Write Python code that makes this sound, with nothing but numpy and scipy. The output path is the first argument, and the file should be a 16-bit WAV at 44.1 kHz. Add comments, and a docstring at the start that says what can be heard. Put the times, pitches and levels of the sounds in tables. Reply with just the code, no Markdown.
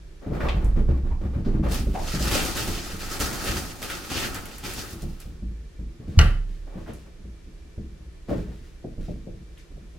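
"""Over a quiet room tone, two cats chase across a carpeted bedroom: paws thud on joisted boards, pads scuff
and claws catch, all made from shaped noise and decaying modes, with brief rough squeaks from unsteady tones.
They push through a crinkly fabric play tunnel, heard as clusters of tiny clicks and sharp sprays of noise.
Then they wrestle by a wooden door: coats hiss as dense fine clicks, and one body hits the door, which booms
as beating low modes and clacks once against its latch. Softer tumbles and steps follow close by."""
import sys
import numpy as np
from scipy import signal
from scipy.fft import rfft, irfft, next_fast_len
from scipy.io import wavfile
from scipy.ndimage import uniform_filter1d

SR = 44100
rng = np.random.default_rng(int(sys.argv[2]) if len(sys.argv) > 2 else 0)


def log_audio(samples):
    """Write samples as a 16-bit WAV file to the path given in sys.argv[1]."""
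    # one column per channel
    frames = np.atleast_2d(samples).T
    # limit to full scale, then quantise
    limited = np.clip(frames, -1, 1)
    pcm = np.round(limited * 32767).astype(np.int16)
    wavfile.write(sys.argv[1], SR, pcm)


N = 440118

ROOM_T60_S = 0.48  # carpet keeps the echo short
RUB_FADE_DB_PER_S = 150  # a sliding paw or coat comes to a stop


def undb(db):
    """Decibels to gain."""
    return 10 ** (np.asarray(db) / 20)


def unit(x):
    """Scale to rms 1."""
    return x / np.sqrt(np.mean(x ** 2))


def peak(x, db):
    """Scale to a peak level."""
    return x * undb(db) / np.abs(x).max()


def clock(length):
    """Sample times over a length in seconds."""
    return np.arange(int(length * SR)) / SR


def add(track, s, sound):
    """Mix a mono or stereo sound in at time s."""
    start = int(s * SR)
    track[:, start:start + sound.shape[-1]] += sound[..., :max(N - start, 0)]


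def swell(rows):
    """Gain along a (time [s], level [dB]) curve, silent outside it."""
    return undb(np.interp(np.arange(N) / SR, *np.transpose(rows), left=-np.inf, right=-np.inf))


def strokes(rows, fade_db_per_s):
    """Gain of a run of gestures: each rises, holds and fades at one shared rate; their powers add."""
    t, power = np.arange(N) / SR, 0
    for s, rise, hold, db in rows:
        fade_db = np.minimum(fade_db_per_s * np.maximum(t - s - rise - hold, 0), 200)
        gain = np.clip((t - s) / rise, 0, 1) * undb(db - fade_db)
        power = power + gain ** 2
    return np.sqrt(power)


def band(x, lo_hz, hi_hz, order=2):
    """Causal band-pass."""
    edges = [lo_hz, min(hi_hz, SR / 2 - 1)]
    return signal.sosfilt(signal.butter(order, edges, "band", fs=SR, output="sos"), x)


def colour(x, points):
    """Shape a sound by (frequency [Hz], level [dB]) points, causally, keeping the power of white noise."""
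    hz, db = np.transpose(points)
    size = 8192
    bins = np.maximum(np.fft.rfftfreq(size, 1 / SR), 1)
    cepstrum = irfft(np.log(undb(np.interp(np.log(bins), np.log(hz), db))))
    # folding the cepstrum forward gives minimum phase
    response = irfft(np.exp(rfft(cepstrum * 2 * (np.arange(size) < size // 2))))
    response = response / np.linalg.norm(response)
    return signal.oaconvolve(np.atleast_2d(x), response[None], axes=1)[:, :x.shape[-1]]


def ring(modes, length, scatter_db=0, detune=0):
    """Decaying modes; where the blow lands shifts their strength and pitch."""
    t, out = clock(length), 0
    for hz, db, t60 in modes:
        size, shift = rng.standard_normal(2)
        decay = np.exp(-np.log(1000) * t / t60)
        tone = np.cos(2 * np.pi * hz * (1 + detune * shift) * t)
        out = out + undb(db + scatter_db * size) * decay * tone
    return out


def push(x, contact_s):
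    """A soft contact spreads a blow over time and takes its treble away."""
    return signal.fftconvolve(x, np.sin(np.pi * clock(contact_s) / contact_s) ** 2)


def burst(rise_s, t60):
    """Noise that builds quickly and dies away."""
    t = clock(0.5)
    return rng.standard_normal(len(t)) * (1 - np.exp(-t / rise_s)) * np.exp(-np.log(1000) * t / t60)


def grains(per_s, spread_db):
    """Random tiny clicks of widely differing size."""
    hits = rng.random(N) < per_s / SR
    return hits * rng.standard_normal(N) * undb(spread_db * np.minimum(rng.exponential(size=N), 4))


def walk(rate):
    """Slow chance: random levels, smoothly joined, rate of them a second."""
    k = int(SR / rate)
    return unit(uniform_filter1d(np.repeat(rng.standard_normal(N // k + 1), k), k)[:N])


def pair(likeness, a, b):
    """Left and right from two unrelated sounds."""
    c = np.clip(likeness, 0, 1)
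    return (np.sqrt(1 + c) * a + np.sqrt(1 - c) * b * np.array([[1], [-1]])) / np.sqrt(2)


def in_room(x, wet_db, likeness, t60=ROOM_T60_S, delay_s=0.001):
    """A broadband sound plus its diffuse echo: noise that holds the energy the walls have not yet soaked up."""
    keep, build = np.exp(-2 * np.log(1000) / (t60 * SR)), np.exp(-1 / (delay_s * SR))
    arriving = signal.lfilter([1 - build], [1, -build], x ** 2 + 1e-18)
    energy = signal.lfilter([1 - keep], [1, -keep], arriving)
    echo = np.sqrt(energy) * pair(likeness, *rng.standard_normal((2, len(x))))
    return (x + undb(wet_db) * echo) / np.hypot(1, undb(wet_db))


def near_walls(x, db=-18, count=7):
    """The closest wall, door and furniture send back a few quick reflections, other ones to each side."""
    out = x.copy()
    side_lags = (rng.uniform(0.001, 0.012, (2, count)) * SR).astype(int)
    for channel, lags in enumerate(side_lags):
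        for lag in lags:
            out[channel, lag:] += undb(db) * x[channel, :-lag]
    return out / np.sqrt(1 + count * undb(db) ** 2)


def room_tone():
    """A faint rumble, the same on both sides, under diffuse hiss and a thin whine."""
    # spectrum of the room tone, relative: (frequency [Hz], level [dB])
    tone_curve = [(15, -24.5), (25, 2), (64, 1), (108, -17), (166, -11), (229, -27.5), (326, -16.5),
                  (818, -36), (1480, -35.5), (1740, -34.5), (2050, -36.5), (5880, -41.5), (12200, -51.5),
                  (13600, -61), (16000, -82)]
    # faint steady whine: (frequency [Hz], level [dB])
    whine_lines = [(1766, -79.5), (2336, -76.5)]
    tone_db = -44.5
    mid, side = colour(rng.standard_normal((2, N)), tone_curve)
    side = signal.sosfilt(signal.butter(1, 450, "high", fs=SR, output="sos"), side)
    whine = sum(undb(db) * unit(band(rng.standard_normal(N), hz - 12, hz + 12)) for hz, db in whine_lines)
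    return undb(tone_db) * (mid + undb(-1.0) * side * np.array([[1], [-1]])) + whine


def scuffs(spread_db=1.0, patchy_db=2):
    """Loops of carpet catch and let go under sliding paws."""
    # fur and pads drag over the carpet: (time [s], rise [s], hold [s], level [dB])
    drags = [(0.21, 0.024, 0.01, -43.5), (0.26, 0.0046, 0.008, -41.5), (0.29, 0.056, 0.069, -34),
             (0.39, 0.012, 0.084, -31), (0.535, 0.02, 0.1, -38), (0.75, 0.0099, 0.021, -37.5),
             (0.875, 0.0085, 0.03, -38), (1.03, 0.015, 0.042, -45), (1.209, 0.004, 0.028, -40),
             (1.31, 0.025, 0.02, -39.5), (1.44, 0.0092, 0.12, -39.5), (1.62, 0.027, 0.026, -32),
             (1.93, 0.015, 0.012, -37), (5.995, 0.015, 0.023, -52.5), (6.07, 0.11, 0.03, -48),
             (6.658, 0.012, 0.008, -46.5), (6.7, 0.054, 0.034, -43.5), (6.852, 0.019, 0.0093, -41),
             (7.05, 0.012, 0.012, -52.5), (8.272, 0.03, 0.022, -34), (8.455, 0.0094, 0.044, -49)]
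    # colour of the carpet pile: (frequency [Hz], level [dB])
    pile = [(150, 9.5), (400, 15.5), (800, 5.5), (1700, -2.5), (2600, -10.5), (4500, -17.5), (9000, -28),
            (16000, -28.5)]
    loops = grains(per_s=7000, spread_db=spread_db)
    rub = unit(loops * undb(patchy_db * walk(110))) * strokes(drags, RUB_FADE_DB_PER_S)
    return colour(in_room(rub, wet_db=4.0, likeness=0.15, t60=0.12), pile)


def footfall(thud_db, weight_db, slap_db):
    """One paw bends the boards, thuds through the underlay and slaps the pile; the room hums briefly."""
    # floor boards on their joists: (frequency [Hz], level [dB], t60 [s])
    board_modes = [(26.83, 2, 0.93), (34.6, -11, 0.97), (48.5, -8.5, 0.77), (55.46, 1, 0.79),
                   (66.6, -2, 0.55), (81.4, -5, 0.3), (106, -20, 0.25)]
    # low room resonances that every thud wakes: (frequency [Hz], level [dB], t60 [s])
    room_modes = [(122.5, -7.5, 0.53), (152.1, -0.5, 0.61), (192.7, 1, 0.44), (234, -5.5, 0.19),
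                  (296, -2.5, 0.36), (329.5, 2, 0.38), (391, -5, 0.29), (445, -8, 0.49)]
    hum_db = -6  # against the thud
    thud = in_room(burst(rise_s=0.0028, t60=0.11), wet_db=0.5, likeness=0.89)
    slap = in_room(burst(rise_s=0.0035, t60=0.069), wet_db=1.5, likeness=0.031, t60=0.2)
    boards = ring(board_modes, 0.5, scatter_db=12.0, detune=0.069)
    boards = push(boards, contact_s=0.01)[:thud.shape[1]]
    hum = ring(room_modes, 0.5, scatter_db=4.5, detune=0.0299)
    hum = hum * (1 - np.exp(-clock(0.5) / 0.0071))  # the room takes 7 ms to answer
    thud = band(thud, lo_hz=89.7, hi_hz=237.0, order=3)
    slap = band(slap, lo_hz=253, hi_hz=630, order=4)
    return (peak(boards, weight_db) + peak(thud, thud_db)
            + peak(hum, thud_db + hum_db) + peak(slap, slap_db))


def paws():
    """Each landing is a pair of footfalls; light, uneven steps go on throughout."""
    # a cat lands on its leading paw: (time [s], thud of the pads [dB],
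    # weight on the boards [dB], slap on the pile [dB])
    landings = [(0.259, -22.5, -29, -34), (0.306, -21, -25, -26.5), (0.434, -25, -18.5, -35),
                (0.543, -24, -16, -48), (0.642, -26.5, -10.5, -51), (0.762, -19, -14.5, -39),
                (0.884, -18.5, -13, -33), (1.032, -29, -19, -46), (1.111, -35, -19.5, -46),
                (1.209, -26, -47, -46), (1.25, -28, -19, -51), (1.357, -23.5, -19, -47),
                (1.457, -17.5, -21, -42), (1.54, -18.5, -20, -46), (1.588, -18.5, -18, -36),
                (1.647, -25.5, -23, -44), (1.719, -23.5, -20.5, -41), (1.789, -23.5, -25, -48),
                (1.866, -22, -18, -30), (1.998, -31, -21.5, -37), (2.134, -21, -25, -30),
                (2.201, -24, -22, -27), (2.348, -47, -30, -18.5), (2.679, -25, -22, -51),
                (2.93, -29.5, -28, -43), (3.199, -32, -27.5, -28), (3.489, -23.5, -24, -30),
                (4.927, -31, -31.5, -51), (5.025, -27.5, -25.5, -33), (5.251, -34.5, -31, -42),
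                (5.42, -28.5, -24.5, -48), (5.789, -33, -27.5, -47), (5.995, -35.5, -39, -59),
                (6.076, -27.5, -25.5, -38), (6.751, -29, -37, -40), (6.884, -32.5, -48, -36),
                (7.24, -39, -33, -51), (7.774, -30, -28, -40), (8.282, -25, -40, -29.5),
                (8.309, -22, -27, -16), (8.387, -26, -24, -37), (8.475, -37.5, -38, -37),
                (8.84, -27.5, -43, -29), (8.976, -31, -26.5, -37.5), (9.079, -26, -34, -27.5),
                (9.264, -29.5, -50, -30), (9.702, -43, -35, -57), (9.764, -44, -50, -44),
                (9.949, -50, -52, -47)]
    # the other paw follows, sooner at a run than at a walk, and lands more softly
    run_gap_s, walk_gap_s, run_ends_s = 0.04, 0.068, 2.5
    second_thud_db, second_weight_db, second_slap_db = -10, -6.5, -16
    steps_per_s = 3.5
    out = np.zeros((2, N))
    for s, thud_db, weight_db, slap_db in landings:
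        gap = run_gap_s if s < run_ends_s else walk_gap_s
        add(out, s, footfall(thud_db, weight_db, slap_db))
        second = footfall(thud_db + second_thud_db, weight_db + second_weight_db, slap_db + second_slap_db)
        add(out, s + gap, second)
    count = int(steps_per_s * N / SR)
    step_times = (np.arange(1, count) + rng.random(count - 1) / 2) * N / SR / count
    for s in step_times:
        add(out, s, footfall(thud_db=-44, weight_db=-46, slap_db=-61))
    return out


def claws(spread_db=2):
    """Each scrape is a quick run of tiny catches that weakens as the claw comes free."""
    # a claw rips through carpet loops or scrapes on wood:
    # (time [s], length [s], centre [Hz], level [dB])
    scrapes = [(0.405, 0.015, 1450, -30), (0.445, 0.053, 800, -30.5), (0.467, 0.008, 2790, -41),
               (0.486, 0.0098, 2470, -25), (0.644, 0.0051, 8000, -44.5), (1.448, 0.035, 3900, -52),
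               (1.653, 0.021, 800, -40), (6.862, 0.035, 1140, -47), (6.884, 0.042, 2300, -53),
               (6.935, 0.004, 8000, -43.5), (9.055, 0.03, 4100, -60), (9.5748, 0.0053, 2380, -46.5),
               (9.58, 0.0036, 8500, -54), (9.586, 0.026, 1900, -60), (9.592, 0.017, 4700, -57)]
    out = np.zeros((2, N))
    t = clock(0.5)
    catches = unit(grains(per_s=9000, spread_db=spread_db))
    for k, (s, length, hz, db) in enumerate(scrapes):
        run = catches[k * len(t):(k + 1) * len(t)] * np.exp(-(t / length) ** 2)
        run = in_room(run, wet_db=2, likeness=0.15, t60=0.3)
        run = band(run, hz / np.sqrt(2), hz * np.sqrt(2))
        # make up for the power lost in a narrow band
        add(out, s, undb(db) * run * np.sqrt(SR / hz / np.sqrt(2)))
    return out


def squeaks(overtone_db=-19, rasp_db=-15):
    """Brief rough squeaks: an unsteady tone, its octave and a rasp; a blur of the pitch stays in the room."""
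    # short squeaks in the scuffle: (time [s], length [s], pitch [Hz], level [dB])
    squeak_rows = [(1.104, 0.04, 917, -38.5), (1.945, 0.026, 791, -23.5), (1.968, 0.018, 774, -31.5),
                   (1.988, 0.016, 730, -30)]
    out = np.zeros((2, N))
    for s, length, hz, db in squeak_rows:
        u = clock(length) / length
        pitch = hz * (1 + 0.063 * walk(453)[:len(u)])
        phase = 2 * np.pi * np.cumsum(pitch) / SR
        rasp = unit(band(rng.standard_normal(len(u)), lo_hz=900, hi_hz=2740))
        tone = np.sin(phase) + undb(overtone_db) * np.sin(2 * phase) + undb(rasp_db) * rasp
        blur = in_room(burst(rise_s=0.0037, t60=0.035), wet_db=12.0, likeness=0.15)
        add(out, s, peak(np.sin(np.pi * u) ** 2 * tone, db))
        add(out, s, peak(band(blur, lo_hz=hz * 0.76, hi_hz=hz * 1.14), db - 1))
    return out


def tunnel(crinkle_db=1, cloth_db=-0.5, crease_db=-9.5):
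    """The stiff lining buckles in click clusters, single creases pop, and the cloth flaps and drags below."""
    # a cat shoves against the tunnel wall: (time [s], rise [s], hold [s], level [dB])
    shoves = [(1.68, 0.045, 0.0036, -31), (2.14, 0.085, 0.07, -31), (2.3, 0.022, 0.025, -23.5),
              (2.41, 0.0078, 0.03, -28), (2.545, 0.01, 0.031, -29), (2.58, 0.041, 0.067, -35),
              (2.98, 0.021, 0.026, -38.5), (3.09, 0.021, 0.029, -33), (3.193, 0.0038, 0.011, -25),
              (3.325, 0.0026, 0.0088, -32.5), (3.415, 0.021, 0.053, -31), (3.52, 0.015, 0.039, -34),
              (3.812, 0.0052, 0.0087, -33), (3.88, 0.022, 0.024, -36.5), (4.085, 0.027, 0.13, -31.5),
              (4.335, 0.006, 0.011, -39), (4.615, 0.034, 0.052, -36), (4.73, 0.049, 0.034, -38.5),
              (5.195, 0.0033, 0.0047, -50)]
    # steady brushing while the cats are inside: (time [s], level [dB])
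    brushing = [(1.8, -61), (2.1, -37), (2.9, -40.5), (3.6, -39.5), (3.76, -43), (4.05, -43), (4.55, -46.5),
                (4.95, -47), (5.35, -70)]
    # colour of the stiff lining: (frequency [Hz], level [dB])
    crinkle_curve = [(530, -1.5), (900, -23.5), (1150, -13.5), (1270, 2), (1530, -3.5), (1880, -3.5),
                     (2330, -7), (2570, -3.5), (3820, -7.5), (4570, -5.5), (10000, -13), (15100, -16),
                     (16000, -19)]
    # colour of the soft cloth: (frequency [Hz], level [dB])
    cloth_curve = [(30, 1), (55, 17.5), (110, 6), (220, 7), (370, 5.5), (520, -6), (750, 1), (1000, -3),
                   (1500, -8), (4000, -65)]
    # the fabric comes to rest after each shove
    motion = np.hypot(strokes(shoves, fade_db_per_s=172), swell(brushing))
    clusters = undb(2.2 * walk(130))
    crinkle = unit(grains(per_s=2000, spread_db=2.0) * clusters) * motion
    cloth = unit(grains(per_s=1300, spread_db=0.5) * clusters) * motion
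    creases = unit(grains(per_s=70, spread_db=2)) * motion
    crinkle = colour(in_room(crinkle, wet_db=6, likeness=0.35, t60=0.31), crinkle_curve)
    for hz in (790, 1400, 2800, 5530):  # large and small folds take turns, so the colour keeps shifting
        folds = band(crinkle, hz / np.sqrt(2), hz * np.sqrt(2), order=1)
        crinkle = crinkle + folds * (undb(1.6 * walk(30) + 1.3 * walk(7)) - 1)
    creases = in_room(creases, wet_db=0, likeness=0.2, t60=0.027)
    creases = band(creases, lo_hz=1300, hi_hz=8000, order=1)
    cloth = colour(in_room(cloth, wet_db=0.5, likeness=0.67, t60=0.8), cloth_curve)
    return undb(crinkle_db) * crinkle + undb(crease_db) * creases + undb(cloth_db) * cloth


def snaps():
    """A stiff fold of the tunnel lets go in a brief spray of noise."""
    # stiff folds of the tunnel snap through: (time [s], crack [dB], fine tick [dB])
    snap_rows = [(1.7442, -25, -23.5), (2.3126, -21, -21), (2.346, -19, -22), (3.1994, -26, -16.5),
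                 (3.312, -26.5, -28), (3.4451, -28, -22), (3.827, -23, -26), (3.899, -24.5, -27),
                 (4.345, -30, -21), (4.455, -31, -29), (4.5820, -36, -25.5), (4.7348, -31, -25),
                 (4.9055, -44, -33), (4.9294, -40, -32), (5.02, -50, -33), (5.2011, -56, -32)]
    out = np.zeros((2, N))
    for s, crack_db, tick_db in snap_rows:
        spray = burst(rise_s=0.0009, t60=0.012)
        spray = spray * undb(2.8 * rng.standard_normal(len(spray)))
        spray = in_room(spray, wet_db=-2.0, likeness=0.16, t60=0.13)
        add(out, s, peak(band(spray, lo_hz=1220, hi_hz=3460), crack_db))
        add(out, s, peak(band(spray, lo_hz=4740, hi_hz=13700), tick_db))
    return out


def fur(spread_db=2):
    """Hairs slip past each other in a fine, dry hiss."""
    # coats rub on each other and the door: (time [s], rise [s], hold [s], level [dB])
    rubs = [(6.07, 0.01, 0.053, -58.5), (6.168, 0.022, 0.01, -43.5), (6.47, 0.026, 0.061, -61.5),
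            (6.76, 0.025, 0.22, -60.5), (8.277, 0.0054, 0.028, -54.5), (8.35, 0.02, 0.05, -57),
            (8.46, 0.03, 0.2, -62.5), (8.99, 0.023, 0.079, -58.5)]
    # colour of the coat: (frequency [Hz], level [dB])
    coat = [(700, -7), (1700, 6), (5500, -1), (9000, -7.5), (16000, -16)]
    rub = unit(grains(per_s=3000, spread_db=spread_db)) * strokes(rubs, RUB_FADE_DB_PER_S)
    return colour(in_room(rub, wet_db=-2.5, likeness=0.27, t60=0.22), coat)


def door_boom(build_s=0.0038, rumble_db=-17):
    """A soft body shoves the leaf; its low modes swell under the weight and the room rumbles unevenly."""
    # the door leaf, its modes in close pairs that beat: (frequency [Hz], level [dB], t60 [s])
    leaf = [(32.37, -6.5, 1.22), (40.7, -16, 0.7), (52.4, -8, 0.47), (75.4, 3.5, 0.3), (85.8, -7.5, 0.35),
            (102.7, -15.5, 0.71), (144, -17, 0.53), (154, -11.5, 0.52), (294, -21, 0.52), (334, -16, 0.61)]
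    door_s = 6.172  # a cat's flank meets the door
    out = np.zeros((2, N))
    swing = ring(leaf, 1) * (1 - np.exp(-clock(1) / build_s))
    rumble = in_room(burst(rise_s=0.02, t60=0.28), wet_db=7, likeness=0.93, t60=0.48)
    add(out, door_s, -peak(push(swing, contact_s=0.005), -2.6))  # the leaf moves away
    add(out, door_s, peak(band(rumble, lo_hz=70, hi_hz=185, order=3), rumble_db))
    return out


def door_latch(lag_s=0.00007, build_s=0.00054):
    """The latch hits the frame: a hard wooden crack with a short metal ring, heard first on the right."""
    # the latch strikes once; a weaker reflection of the crack follows: (time [s], level [dB])
    arrivals = [(6.1899, -6.5), (6.2132, -20)]
    # latch and frame: (frequency [Hz], level [dB], t60 [s])
    latch_modes = [(1168, -17, 0.27), (1405, -7.5, 0.057), (1385, -20, 0.37), (1540, -26, 0.28),
                   (1940, -25, 0.35), (1950, -19, 0.28), (2519, -27, .21), (2800, -22, .21),
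                   (2910, 3.5, 0.022), (3010, -26, 0.44), (4980, -11, 0.02), (5740, 3, 0.013),
                   (6610, -1, 0.013)]
    # the dense ring of the wooden frame: (frequency [Hz], level [dB])
    frame = [(150, -5), (330, -1.5), (500, -1.5), (750, -3.5), (1050, -8.5), (1300, 0.5), (1650, -2.5),
             (1960, -1.5), (2280, -10), (2600, -5.5), (3020, -6), (3350, -16.5), (4400, -15), (6200, -25),
             (7500, -26), (11000, -27.5), (16000, -42)]
    ring_db, bolt_db = 1, 0  # peaks of the metal ring and the bolt's click, relative to each arrival's level
    out = np.zeros((2, N))
    for s, db in arrivals:
        crack = in_room(burst(rise_s=0.00048, t60=0.025), wet_db=8, likeness=0.32, t60=0.39)
        bolt = band(burst(rise_s=0.00013, t60=0.012), lo_hz=1290, hi_hz=6500, order=3)
        metal = ring(latch_modes, 0.5) * (1 - np.exp(-clock(0.5) / build_s))
        add(out, s, peak(push(metal, contact_s=0.00013), db + ring_db))
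        add(out, s, peak(bolt, db + bolt_db))
        add(out, s, undb(db) * colour(crack, frame))
    late_left = np.interp(np.arange(N) - lag_s * SR, np.arange(N), out[0])
    return np.array([late_left, out[1]])


def scene():
    """All the sources in one small room."""
    rustle = near_walls(tunnel() + scuffs() + fur() + claws(), db=-15) + near_walls(snaps(), db=-10.5)
    door = door_boom() + near_walls(door_latch(), db=-20.5)
    return paws() + squeaks() + rustle + door + room_tone()


def record(dry):
    """Each microphone port colours its side; peaks clip at full scale, then the top is cut."""
    # colour difference of the two ports: (frequency [Hz], left minus right [dB])
    ports = [(30, -3.5), (70, 0.7), (250, 0.4), (520, 2.5), (1900, 0.2), (12000, -0.5)]
    top_hz = 16000
    hz, db = np.transpose(ports)
    size = next_fast_len(N + SR)
    tilt = np.interp(np.log(np.fft.rfftfreq(size, 1 / SR) + 1), np.log(hz), db)
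    heard = irfft(rfft(dry, size) * undb(np.array([tilt, -tilt]) / 2), size)[:, :N]
    top_cut = signal.ellip(10, 0.2, 80, top_hz, fs=SR, output="sos")
    return signal.sosfilt(top_cut, np.clip(heard, -1, 1))


dry = scene()
out = record(dry)
log_audio(out)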